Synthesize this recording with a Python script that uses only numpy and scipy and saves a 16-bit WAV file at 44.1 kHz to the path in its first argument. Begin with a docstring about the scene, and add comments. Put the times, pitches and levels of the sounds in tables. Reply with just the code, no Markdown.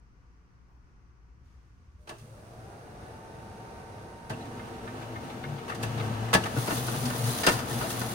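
"""First comes the soft rumble of office air, and fingers shifting on a hand-held phone.
An arm's length away a laser printer wakes: its heater buzzes, a relay clicks and two fans spin up.
The motor starts, shakes the cabinet and turns a roller whose gear knocks once a turn.
Clutches squeak and clack in the plastic housing, then a sheet rushes past the flaps into the tray."""
import sys
import numpy as np
from scipy import signal
from scipy.fft import rfft, irfft, next_fast_len
from scipy.io import wavfile
from scipy.ndimage import map_coordinates

SR = 44100
rng = np.random.default_rng(int(sys.argv[2]) if len(sys.argv) > 2 else 0)


def output_pcm(signal):
    """Save a mono or channel-first signal as 16-bit PCM at the path in sys.argv[1].

    Samples are clipped to [-1, 1] before scaling.
    """
    pcm = np.clip(np.atleast_2d(signal).T, -1, 1) * 32767
    wavfile.write(sys.argv[1], SR, np.round(pcm).astype(np.int16))


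N = 358974
T = np.arange(N) / SR

# Spectra, or how strong a noise is from low to high pitch: f/Hz, level/dB
SLIDING_SPECTRUM = [(400, -10), (1200, 0), (2200, -7.5), (2850, -6.5), (3300, -3), (3950, -1.5), (4500, -4),
                    (6500, -3.5), (8500, -5), (10300, -1.5), (11800, -12.5), (13300, -11), (15500, -9.5)]  # paper on its guides
FLEXING_SPECTRUM = [(1000, -14), (3000, 0), (5000, 1), (8500, 4), (11000, -1), (15500, -3)]  # paper bending
CONTACT_SPECTRUM = [(50, -9), (130, -5), (350, -2), (1000, 0), (2000, -7.5), (3200, -7.5), (5500, -12),
                    (9500, -16), (12000, -28.5), (15500, -32)]  # plastic hitting plastic
GEAR_SPECTRUM = [(24, -50), (40, -24), (70, -12), (117, -7.5), (170, -14), (241, -6), (300, -14),
                 (407, -18), (449, -11), (540, -13.5), (665, -12.5), (758, -13), (1050, -18.5), (1190, -17),
                 (1500, -20.5), (2450, -27), (2820, -25.5), (3150, -27.5), (5170, -34), (6400, -33.5),
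                 (9890, -38.5), (12000, -46.5), (15500, -46)]  # teeth chattering
GRAZE_SPECTRUM = [(500, -15), (1250, 14), (1700, -14), (2100, 8.5), (2800, -0.5), (3800, 2.5),
                  (5000, -14.5), (15000, -25)]  # teeth grazing each other
VENT_SPECTRUM = [(53, -24), (90, -2), (112, -3.5), (165, -8), (215, -7), (294, -14.5), (335, -7.5),
                 (400, -11.5), (455, -8), (520, -12), (610, -12), (745, -10.5), (846, -15), (922, -14),
                 (1050, -21), (1170, -16.5), (1400, -21), (1650, -21), (2200, -27.5), (2420, -27),
                 (2750, -27), (3100, -33.5), (4200, -32.5), (6100, -35), (7450, -39.5), (9050, -37.5),
                 (10700, -40.5), (12000, -51.5), (15500, -52)]  # fan air in the vents
OFFICE_SPECTRUM = [(20, -28.5), (59, 2), (90, -17), (124, -15.5), (200, -24.5), (270, -21.5), (480, -29.5),
                   (620, -37.5), (1130, -27), (2500, -39), (3700, -49.5), (5600, -42.5), (9000, -57.5),
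                   (15000, -79)]  # room ventilation
KNOCK_SPECTRUM = [(500, -26), (1200, 11), (2100, 2), (3200, -4.5), (10000, -32)]
SIZZLE_SPECTRUM = [(3000, -4), (9000, -0.5), (12500, -13), (15000, -13)]
SKIN_SPECTRUM = [(300, 4), (3000, 5), (4000, 3), (7000, 3), (15000, -19)]
GRIP_SPECTRUM = [(20, -29), (50, -1), (78, 9), (110, -10), (300, -20), (1000, -55), (5000, -70)]
KEY_SPECTRUM = [(400, -23), (930, 4), (1500, -14), (4000, -37)]
DRAUGHT_SPECTRUM = [(20, 1), (60, 0), (200, -7), (1000, -57)]

# Modes, the notes a part rings at when struck: f/Hz, level/dB, time to fade by 60 dB/s
FLAP_MODES = [(174, -6.5, 0.081), (295, 1.5, 0.054), (349, 2, 0.11), (470, -2, 0.061), (617, -5, 0.11),
              (665, -2, 0.1), (963, -4.5, 0.054), (1056, -2, 0.1), (1320, -1.5, 0.034), (1437, 4, 0.041),
              (1787, 6.5, 0.062), (1930, -5, 0.13), (2740, -3, 0.047), (4880, -1, 0.03)]
HOUSING_MODES = [(192, -3, 0.073), (342, 2, 0.11), (455, -6, 0.065), (647, -1, 0.12), (850, -3, 0.089),
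                 (904, -7, .06), (1135, -0.5, 0.057), (1305, -4, 0.085), (1575, -1, 0.077),
                 (1712, 2.5, 0.056), (1960, -1.5, 0.057), (2670, -5.5, 0.016), (4650, -9, 0.037)]
ROLLER_MODES = [(1250, 2.5, 0.059), (1486, -4, 0.03), (1820, 8, 0.048), (2096, 8, 0.084), (2330, -5, 0.037),
                (2770, -11, 0.027), (3700, 2, .015)]

# Moves of the sheet: start/s, end/s, level/dB, growth/(dB per s)
SHEET_SLIDES = [(6.44, 6.596, -53, 22), (6.547, 7.54, -41, 0), (7.23, 7.513, -40, -11),
                (7.668, 8.128, -41, -4.5)]  # over the guides, through the rollers, along the tray, to rest
TRAY_SCRAPES = [(7.25, 7.403, -51, -8)]  # its front edge on the tray
FLAP_SWISHES = [(6.686, 6.795, -43, 25), (7.503, 7.535, -37, -30), (7.88, 7.928, -39.5, -20)]  # its edge on the flaps

# Clacks: t/s, level/dB, clatter length/s, brightness/(dB per octave)
HOUSING_CLACKS = [ (2.071, -47, 0.023, 0), (2.091, -41, 0.0037, 1.5), (2.106, -42, 0.0073, -4.2),
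                  (2.181, -58.5, 0.022, 5), (4.295, -43, 0.0047, 3), (4.3, -33.5, 0.0058, -2.5),
                  (4.312, -39.5, 0.009, -5), (4.449, -55, 0.0076, 1.5), (5.678, -39, 0.014, 0),
                  (5.693, -40, 0.0093, 0.5), (5.746, -41, 0.0067, 1.5), (5.827, -40.5, 0.002, 5.5),
                  (5.831, -34.5, 0.0052, 2), (5.972, -38, 0.02, -2), (6.329, -22.5, 0.0056, -0.5),
                  (6.336, -19.5, 0.003, 2.5), (6.346, -17, 0.0051, -1.3), (6.437, -36.5, 0.0023, 1.5),
                  (6.455, -36, 0.0054, 0)]  # relay, clutches and ratchet
FLAP_CLACKS = [ (6.562, -32, 0.003, -4.5), (6.574, -37, 0.003, -4), (6.628, -39, 0.0031, -1.5),
               (6.674, -29.5, 0.0078, -2), (6.704, -29, 0.0055, -1), (6.721, -31.5, 0.002, -1.5),
               (6.877, -33.5, 0.0052, 0.5), (6.965, -45, 0.014, -4), (7.053, -36.5, 0.004, 4),
               (7.099, -34, 0.0061, -1.5), (7.132, -35.5, 0.0091, -2.5), (7.179, -42, 0.0018, 16),
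               (7.239, -41, 0.0033, 6), (7.432, -26.5, 0.01, 2), (7.464, -19.5, 0.0043, 3),
               (7.47, -17.5, 0.0052, -1.4), (7.484, -26, 0.0053, 2.5), (7.513, -32.5, 0.015, 2.5),
               (7.587, -35.5, 0.0068, 0), (7.705, -35, 0.0035, -3), (7.809, -30.5, 0.0063, -3),
               (7.831, -33, 0.017, -2.5), (7.902, -35.5, 0.0038, 5.5), (7.992, -39.5, .0018, 14),
               (8.013, -34.5, 0.0034, 0)]  # the sheet hits the exit flaps, hardest as its tail snaps free
# Further knocks of the roller, off the steady beat of its turns: t/s, level/dB
ROLLER_JOLTS = [(5.696, -36), (6.455, -34.5), (6.57, -43), (6.707, -48), (7.48, -25.5), (8.016, -55)]
# One value for each turn of the roller gear or tooth of the ratchet: level/dB
TURN_KNOCKS = [-44.5, -41.5, -40, -39, -37, -40, -44]
TURN_GRAZES = [-56, -55, -51, -48, -49]
RATCHET_TEETH = [-45, -47, -42, -42.5]

# Loudness over time: t/s, level/dB
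GEAR_LOAD = [(4.3, -47.5), (4.9, -44.5), (5.8, -38), (6.42, -38)]  # steps up as more rollers join in
CABINET_SURGES = [(4.28, -48), (4.31, -40), (4.36, -40), (4.62, -62), (5.02, -42), (5.18, -41), (5.39, -53),
                  (5.53, -40.5), (5.66, -55), (5.86, -33), (6.1, -30), (6.41, -36), (6.52, -49),
                  (6.58, -24.5), (6.67, -39.5), (6.85, -30), (6.96, -37), (7.04, -31), (7.16, -35),
                  (7.25, -28), (7.31, -26), (7.41, -58), (7.54, -30.5), (7.69, -48), (7.74, -29),
                  (7.93, -45.5), (8.01, -32.5), (8.14, -39)]  # shaking by the motor
SIZZLE_LEVELS = [(1.97, -76), (2.07, -76), (2.12, -65.5), (2.4, -65.5), (3, -69)]
SKIN_LEVELS = [(1.36, -110), (1.46, -75), (1.56, -77), (1.75, -80), (2.1, -79), (2.3, -110)]
GRIP_LEVELS = [(1.3, -100), (1.38, -53), (1.55, -60.5), (1.8, -62), (2, -56), (2.4, -100)]
KEY_LEVELS = [(0.62, -105), (0.7, -70), (0.78, -73), (0.88, -105)]

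# The cabinet's upper note swells as the rollers take the load: t/s, level/dB, length/s
CABINET_SWELLS = [(5.418, -35, 0.2)]
# Gears whine as they pull the sheet: start/s, end/s, f/Hz, level/dB
GEAR_WHINES = [(5.8, 6.4, 1170, -67), (6.7, 7.45, 1182, -55.5)]
# The clutch slips as it takes hold: t/s, f/Hz, level/dB, length/s
CLUTCH_SQUEAKS = [(4.32, 2720, -50.5, 0.037), (4.399, 4000, -55, .045), (6.433, 2900, -37, 0.019)]
# Fans: full blade rate/Hz, spin-up time constant/s, tone level/dB, octave level/dB, pitch waver/Hz
FAN_TONES = [(926.4, 0.37, -56, -71.5, 1.96), (769.5, .315, -59.5, -69, 4.38)]
# Hums of the motor and of idle office machines: f/Hz, level/dB
MOTOR_TONES = [(246, -50), (334, -54), (385, -58), (455, -55)]
IDLE_TONES = [(117.5, -68), (175, -78.5), (600, -100), (728, -88.5), (933, -90), (1149, -86), (1457, -88.5)]

# The phone leans over the keypad: t/s, left minus right/dB
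PHONE_LEAN = [(1.5, 2.5), (2, 0.5), (4.8, -0.1), (5.2, 2.5)]
# Its two microphones differ: f/Hz, left minus right/dB
MIC_BALANCE = [(40, -1), (120, 1), (300, -1), (600, 1), (1200, -1.5), (4200, -1), (7000, -2), (8800, -8.5),
               (10500, -0.5)]
# Their openings cut dips in the treble: f/Hz, width/Hz, depth/dB
MIC_NOTCHES = [(5210, 63, 11), (7480, 560, 4.9)]

WAKE_S, SPIN_UP_S, MOTOR_ON_S = 2.04, 2.2, 4.3


def paper():
    """Paper fibres catch on guides and rollers in a fluttering rush; the edge scrapes and swishes."""
    rush = casing_echoes(colour(grains(N, 2.4), SLIDING_SPECTRUM), echo_db=-4, fade_s=0.04)
    rush = unit(add_ring(rush, FLAP_MODES, ring_db=-16), band_hz=(4000, 15000))
    sliding = np.sqrt(sum(slide(*row) ** 2 for row in SHEET_SLIDES))
    edge = narrow_band(grains(N, 2.8), hz=3980, width_hz=270)
    scrape = stereo(edge, 0.000464, 0.1) * sum(slide(*row) for row in TRAY_SCRAPES)
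    swish = unit(colour(grains(N, 2.6), FLEXING_SPECTRUM))
    swish *= sum(slide(*row, release_s=0.016) for row in FLAP_SWISHES)
    sheet = (rush + amp(-16) * crackle()) * sliding * amp(0.8 * wander(30))
    return stereo(sheet + swish, 0.00055, 0.088) + scrape


def crackle(snaps_per_s=98, fade_s=0.0023):
    """Small buckles in the sheet snap at random moments, each gone almost at once."""
    snaps = (rng.random(N) < snaps_per_s / SR).astype(float)
    fade = np.exp(-np.arange(512) / SR / fade_s)
    bursts = signal.fftconvolve(snaps, fade)[:N]
    return unit(colour(rng.standard_normal((2, N)) * bursts, FLEXING_SPECTRUM))


def moving_parts(first_knock_s=4.593, turn_s=0.2812, ratchet_s=5.979, tooth_s=0.0094):
    """Parts clack, the roller gear knocks and grazes half a turn apart, the pick-up ratchet rattles."""
    hits = []
    for modes, clacks in ((HOUSING_MODES, HOUSING_CLACKS), (FLAP_MODES, FLAP_CLACKS)):
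        hits += [(s, clack(modes, db, length_s, tilt_db)) for s, db, length_s, tilt_db in clacks]
    hits += [(s, knock(db)) for s, db in ROLLER_JOLTS]
    hits += [(first_knock_s + i * turn_s, knock(db)) for i, db in enumerate(TURN_KNOCKS)]
    hits += [(first_knock_s + (i - 0.5) * turn_s, graze(db, 0.018)) for i, db in enumerate(TURN_GRAZES)]
    hits += [(ratchet_s + i * tooth_s, graze(db, 0.0055)) for i, db in enumerate(RATCHET_TEETH)]
    out = np.zeros((2, N + SR))
    for s, hit in hits:
        start = int(s * SR)
        out[:, start:start + hit.shape[1]] += hit
    return out[:, :N]


def clack(modes, db, length_s, tilt_db, room_fade_s=0.72, size=16384):
    """A short clatter makes a plastic part ring and dies away in the room."""
    t = np.arange(size) / SR
    force = (1 - np.exp(-t / 0.0016)) * np.exp(-(t / length_s) ** 0.83 / 2)
    echo_fade = (1 - np.exp(-t / 0.015)) * amp(-60 * t / room_fade_s)
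    echo = rng.standard_normal((2, size)) * echo_fade * amp(-22) * np.sqrt(length_s / 0.01)
    hit = colour(grains(size, 1.1) * force + echo, CONTACT_SPECTRUM)
    f = frequencies(hit)
    brightness = amp(tilt_db * np.log2(np.maximum(f, 200) / 1000))
    travel = np.exp(-0.6j * np.sqrt(f))  # low notes cross the plastic slower: tick first, then thud
    hit = add_ring(filtered(hit, brightness * travel), modes, ring_db=4, place_db=9.5)
    return set_level(stereo(hit, 0.000346, 0.055), db, length_s + 0.017)


def knock(db, size=8192):
    """A brief rub of the gear gives the roller a hollow ring, a little different each time."""
    t = np.arange(size) / SR
    rub = grains(size, 1) * (1 - np.exp(-t / 0.0036)) * np.exp(-t / 0.011)
    modes = [(hz * (1 + 0.014 * rng.standard_normal()), level, fade) for hz, level, fade in ROLLER_MODES]
    hit = colour(ring(rub, modes) + amp(-5) * rub, KNOCK_SPECTRUM)
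    return set_level(stereo(hit, 0.00043, 0.32), db, 0.018)


def graze(db, length_s, size=8192):
    """Teeth graze each other with a dry, grainy tick."""
    t = np.arange(size) / SR
    force = (1 - np.exp(-4 * t / length_s)) * np.exp(-t / length_s)
    hit = colour(grains(size, 1.8) * force, GRAZE_SPECTRUM)
    return set_level(stereo(hit, 0.00043, 0.18), db, length_s + 0.01)


def gears(step_s=0.037):
    """Gear teeth chatter into the housing, louder as the load grows."""
    teeth = casing_echoes(colour(grains(N, 0.96), GEAR_SPECTRUM), echo_db=-3, fade_s=0.086)
    teeth = unit(add_ring(teeth, HOUSING_MODES, ring_db=-6), band_hz=(200, 2000))
    level_db = np.full(N, -110.0)  # silent at first
    for s, next_db in GEAR_LOAD:
        level_db += (next_db - level_db) * ramp(s - step_s / 2, step_s)
    return stereo(teeth, 0.000396, 0.12) * amp(level_db + wander(22))


def cabinet(free_hz=112.6, loaded_hz=120.9, upper_hz=139.3, settle_db_per_s=7.5):
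    """The cabinet hums on waking, then the motor shakes it in surges; two close notes make it throb."""
    sheet_arrives_s = SHEET_SLIDES[0][0]
    hz = free_hz + (loaded_hz - free_hz) * ramp(sheet_arrives_s, 0.211)
    phase = 2 * np.pi * np.cumsum(hz + 4 * wander(40)) / SR
    upper = np.sin(2 * np.pi * upper_hz * T + wander(18))
    shake = np.sin(phase) * amp(1.5 * wander(16)) + upper * amp(-8.5 + 4 * wander(8))
    shake += amp(-12.5 + 4.9 * wander(25)) * np.sin(2 * phase + wander(30))  # loose panels add an octave
    hum = amp(-47 - settle_db_per_s * (T - WAKE_S) + 2.5 * wander(25.1)) * ramp(WAKE_S, 0.18)
    surges = amp(curve(CABINET_SURGES)) * ramp(MOTOR_ON_S, 0.013)
    swell = sum(amp(db) * np.sin(np.pi * ramp(s, length_s)) for s, db, length_s in CABINET_SWELLS)
    return shake * (hum + surges) + upper * swell


def motor():
    """The motor growls on a few unsteady tones; its gears whine while they pull the sheet."""
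    growl = sum(tone(hz + 15 * wander(45), db, 2.6, lag_s=0.0001) for hz, db in MOTOR_TONES)
    whine = sum(tone(hz + 9 * wander(35), db, 3.6, lag_s=0.0001) * slide(start_s, end_s)
                for start_s, end_s, hz, db in GEAR_WHINES)
    return growl * ramp(MOTOR_ON_S, 0.019) + whine


def clutch():
    """Slipping clutch faces give rough squeaks that swell and fade."""
    out = 0
    for s, hz, db, length_s in CLUTCH_SQUEAKS:
        squeak = narrow_band(rng.standard_normal((2, N)), hz, width_hz=130)
        out += squeak * amp(db) * np.sin(np.pi * ramp(s, length_s))
    return stereo(out, 0.00061, 0.16)


def fans(dip_hz=844, dip_width_hz=32, turn_away_s=5.2):
    """Two fans whine and push air through the vents, louder as they speed up."""
    main_hz = blade_rate(*FAN_TONES[0][:2])  # the first fan moves most of the air
    speed_db = 20 * np.log10(main_hz / main_hz.max())
    air = casing_echoes(colour(grains(N, 0.96), VENT_SPECTRUM), echo_db=-8, fade_s=0.05)
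    air = unit(air) * amp(-45 + 2.03 * speed_db + 0.5 * wander(7.5))
    out = stereo(air, -0.00031, 0.16)
    turn_db = -ramp(turn_away_s, 0.44)  # the whine drops 1 dB as the phone turns to the tray
    for full_hz, time_constant_s, db, octave_db, waver_hz in FAN_TONES:
        rate_hz = blade_rate(full_hz, time_constant_s)
        # the fan's whine dips briefly as it rises through this pitch
        dip_db = -8 * np.exp(-((rate_hz - dip_hz) / dip_width_hz) ** 2)
        hz = rate_hz + waver_hz * wander(30)  # swirling air makes the pitch waver
        out += tone(hz, db + dip_db + turn_db + 1.7 * speed_db, waver_db=2)
        out += tone(2 * hz, octave_db + 3 * speed_db, waver_db=3)
    return out * ramp(WAKE_S, 0.04)


def blade_rate(full_hz, time_constant_s, start_hz=399.4):
    """Blades passing per second: a fan holds its starting speed, then eases up to full speed."""
    return full_hz - (full_hz - start_hz) * np.exp(-np.maximum(T - SPIN_UP_S, 0) / time_constant_s)


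def heater(on_s=1.974, buzz_hz=120):
    """The heater gives a thin hum and a sizzle that pulses at twice the mains frequency."""
    hum = tone(4 * buzz_hz, -74, waver_db=2) + tone(5 * buzz_hz, -70, waver_db=2)
    pulse_db = 2 * np.sin(2 * np.pi * buzz_hz * T)
    sizzle = noise(SIZZLE_SPECTRUM) * amp(curve(SIZZLE_LEVELS) + pulse_db)
    return (hum + sizzle) * ramp(on_s, 0.042)


def hand():
    """A fingertip rubs a key; the grip on the phone shifts with a rumble and a brush of skin."""
    skin = noise(SKIN_SPECTRUM) * amp(curve(SKIN_LEVELS))
    grip = noise(GRIP_SPECTRUM, channels=1) * amp(curve(GRIP_LEVELS))
    key = noise(KEY_SPECTRUM) * amp(curve(KEY_LEVELS))
    return skin + grip + key


def office():
    """Ventilation rumbles, idle machines hum, and a slight draught stirs each microphone separately."""
    air = noise(OFFICE_SPECTRUM) * amp(-57.5 + np.clip(0.36 * wander(16), -1, 1))
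    draught = noise(DRAUGHT_SPECTRUM) * amp(-64)
    machines = sum(tone(hz, db, waver_db=0.95) for hz, db in IDLE_TONES)
    return stereo(air, -0.00026, 0.12) + draught + machines


def ring(x, modes):
    """The ringing of a part shaken by x."""
    f = frequencies(x)
    peaks = sum(amp(db) / (1 + 2j * np.pi * (f - hz) * fade_s / np.log(1000)) for hz, db, fade_s in modes)
    return filtered(x, peaks)


def add_ring(x, modes, ring_db, place_db=0):
    """Add the ring of plastic to x; the place it is hit favours some notes, picked at random."""
    modes = [(hz, db + place_db * rng.uniform(-0.71, 1), fade_s) for hz, db, fade_s in modes]
    return x + amp(ring_db) * ring(x, modes)


def casing_echoes(x, echo_db, fade_s, size=4096):
    """Many quick echoes inside the casing make a noise sound hollow."""
    echoes = rng.standard_normal((2, size)) * amp(-60 * np.arange(size) / SR / fade_s)
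    echoes *= amp(echo_db) / np.linalg.norm(echoes, axis=1, keepdims=True)
    f = frequencies(x)
    kept = f / (f + 1000) / (1 + (f / 15000) ** 2)  # long waves do not fit, the shortest are soaked up
    return filtered(x, 1 + rfft(echoes, N) * kept)


def stereo(pair, lag_s, direct_share, mic_gap_s=0.00049):
    """Make left and right: direct sound lags on the right, room sound is alike only in the bass."""
    f = frequencies(pair)
    direct = direct_share * np.exp(-2j * np.pi * f * lag_s)
    alike = direct + (1 - direct_share) * np.sinc(2 * f * mic_gap_s)
    unlike = np.sqrt(np.maximum(1 - abs(alike) ** 2, 0))
    return np.array([pair[0], filtered(pair[0], alike) + filtered(pair[1], unlike)])


def tone(hz, db, waver_db, lag_s=0):
    """A pure note whose level wavers separately on each side."""
    phase = 2 * np.pi * np.cumsum(hz * np.ones(N)) / SR + rng.uniform(0, 2 * np.pi)
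    sides = [amp(db + waver_db * wander(19)) * np.sin(phase - 2 * np.pi * hz * lag) for lag in (0, lag_s)]
    return np.sqrt(2) * np.array(sides)


def grains(size, spread_db):
    """Two separate streams of tiny contacts, in bursts about a millisecond long."""
    bursts = np.repeat(amp(spread_db * rng.standard_normal(size // 40 + 1)), 40)[:size]
    return rng.standard_normal((2, size)) * bursts


def noise(spectrum, channels=2):
    """Steady noise of strength 1 with the given spectrum."""
    return unit(colour(rng.standard_normal((channels, N)), spectrum))


def wander(changes_per_s):
    """A smooth random wobble, roughly 1 either way."""
    return map_coordinates(rng.standard_normal(4096), [T * changes_per_s], order=3, mode="wrap")


def slide(start_s, end_s, db=0, growth_db_per_s=0, attack_s=0.025, release_s=0.1):
    """Loudness of one slide: it fades in, holds or changes steadily, then fades out."""
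    growth_db = growth_db_per_s * (np.clip(T, start_s, end_s) - start_s)
    return amp(db + growth_db) * ramp(start_s, attack_s) * np.exp(-np.maximum(T - end_s, 0) / release_s)


def ramp(start_s, rise_s):
    """A straight rise from 0 to 1."""
    return np.clip((T - start_s) / rise_s, 0, 1)


def curve(rows):
    """Join (t/s, value) points with straight lines."""
    return np.interp(T, *np.transpose(rows))


def amp(db):
    """Turn decibels into a multiplier."""
    return 10 ** (np.asarray(db) / 20)


def frequencies(x):
    """The frequencies in the spectrum of x, in Hz."""
    return np.maximum(np.fft.rfftfreq(x.shape[-1], 1 / SR), 1)


def filtered(x, gain):
    """Turn each frequency of x up or down by its gain."""
    return irfft(rfft(x) * gain, x.shape[-1])


def colour(x, spectrum):
    """Filter x by (f/Hz, level/dB) points."""
    hz, db = np.transpose(spectrum)
    return filtered(x, amp(np.interp(np.log(frequencies(x)), np.log(hz), db)))


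def narrow_band(x, hz, width_hz):
    """Keep the part of x near one pitch, at strength 1."""
    return unit(filtered(x, 1 / (1 + ((frequencies(x) - hz) / width_hz) ** 2)))


def unit(x, band_hz=(0, SR)):
    """Scale x to an average strength (rms) of 1 within a band."""
    f = frequencies(x)
    return x / np.std(filtered(x, (f > band_hz[0]) & (f < band_hz[1])))


def set_level(hit, db, length_s):
    """Give a hit the energy of a steady sound of this level and length."""
    return hit * amp(db) * np.sqrt(SR * length_s / np.mean(np.sum(hit ** 2, axis=1)))


def scene():
    """The printer in its office, shifting a little between left and right as the phone leans."""
    background = office() + hand()
    printer = heater() + fans() + cabinet() + motor() + clutch() + gears() + paper() + moving_parts()
    lean_db = curve(PHONE_LEAN) / 2
    return (background + printer) * amp([lean_db, -lean_db])


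def record(dry, top_hz=15850):
    """The microphones colour each side and notch the treble; the highs are centred, the very top cut."""
    padded = np.pad(dry, ((0, 0), (0, next_fast_len(N + SR) - N)))
    f = frequencies(padded)
    hz, db = np.transpose(MIC_BALANCE)
    side_db = np.interp(np.log(f), np.log(hz), db) / 2
    notch_db = sum(depth * np.exp(-((f - centre) / width) ** 2) for centre, width, depth in MIC_NOTCHES)
    left, right = filtered(padded, amp([side_db - notch_db, -side_db - notch_db]))
    spread = np.clip((11700 - f) / 1300, 0.35, 1)
    right = filtered(right, spread) + filtered(left, np.sqrt(1 - spread ** 2))
    top_cut = signal.ellip(10, 0.2, 70, top_hz, fs=SR, output="sos")
    return signal.sosfilt(top_cut, np.array([left, right])[:, :N])


dry = scene()
out = record(dry)
output_pcm(out)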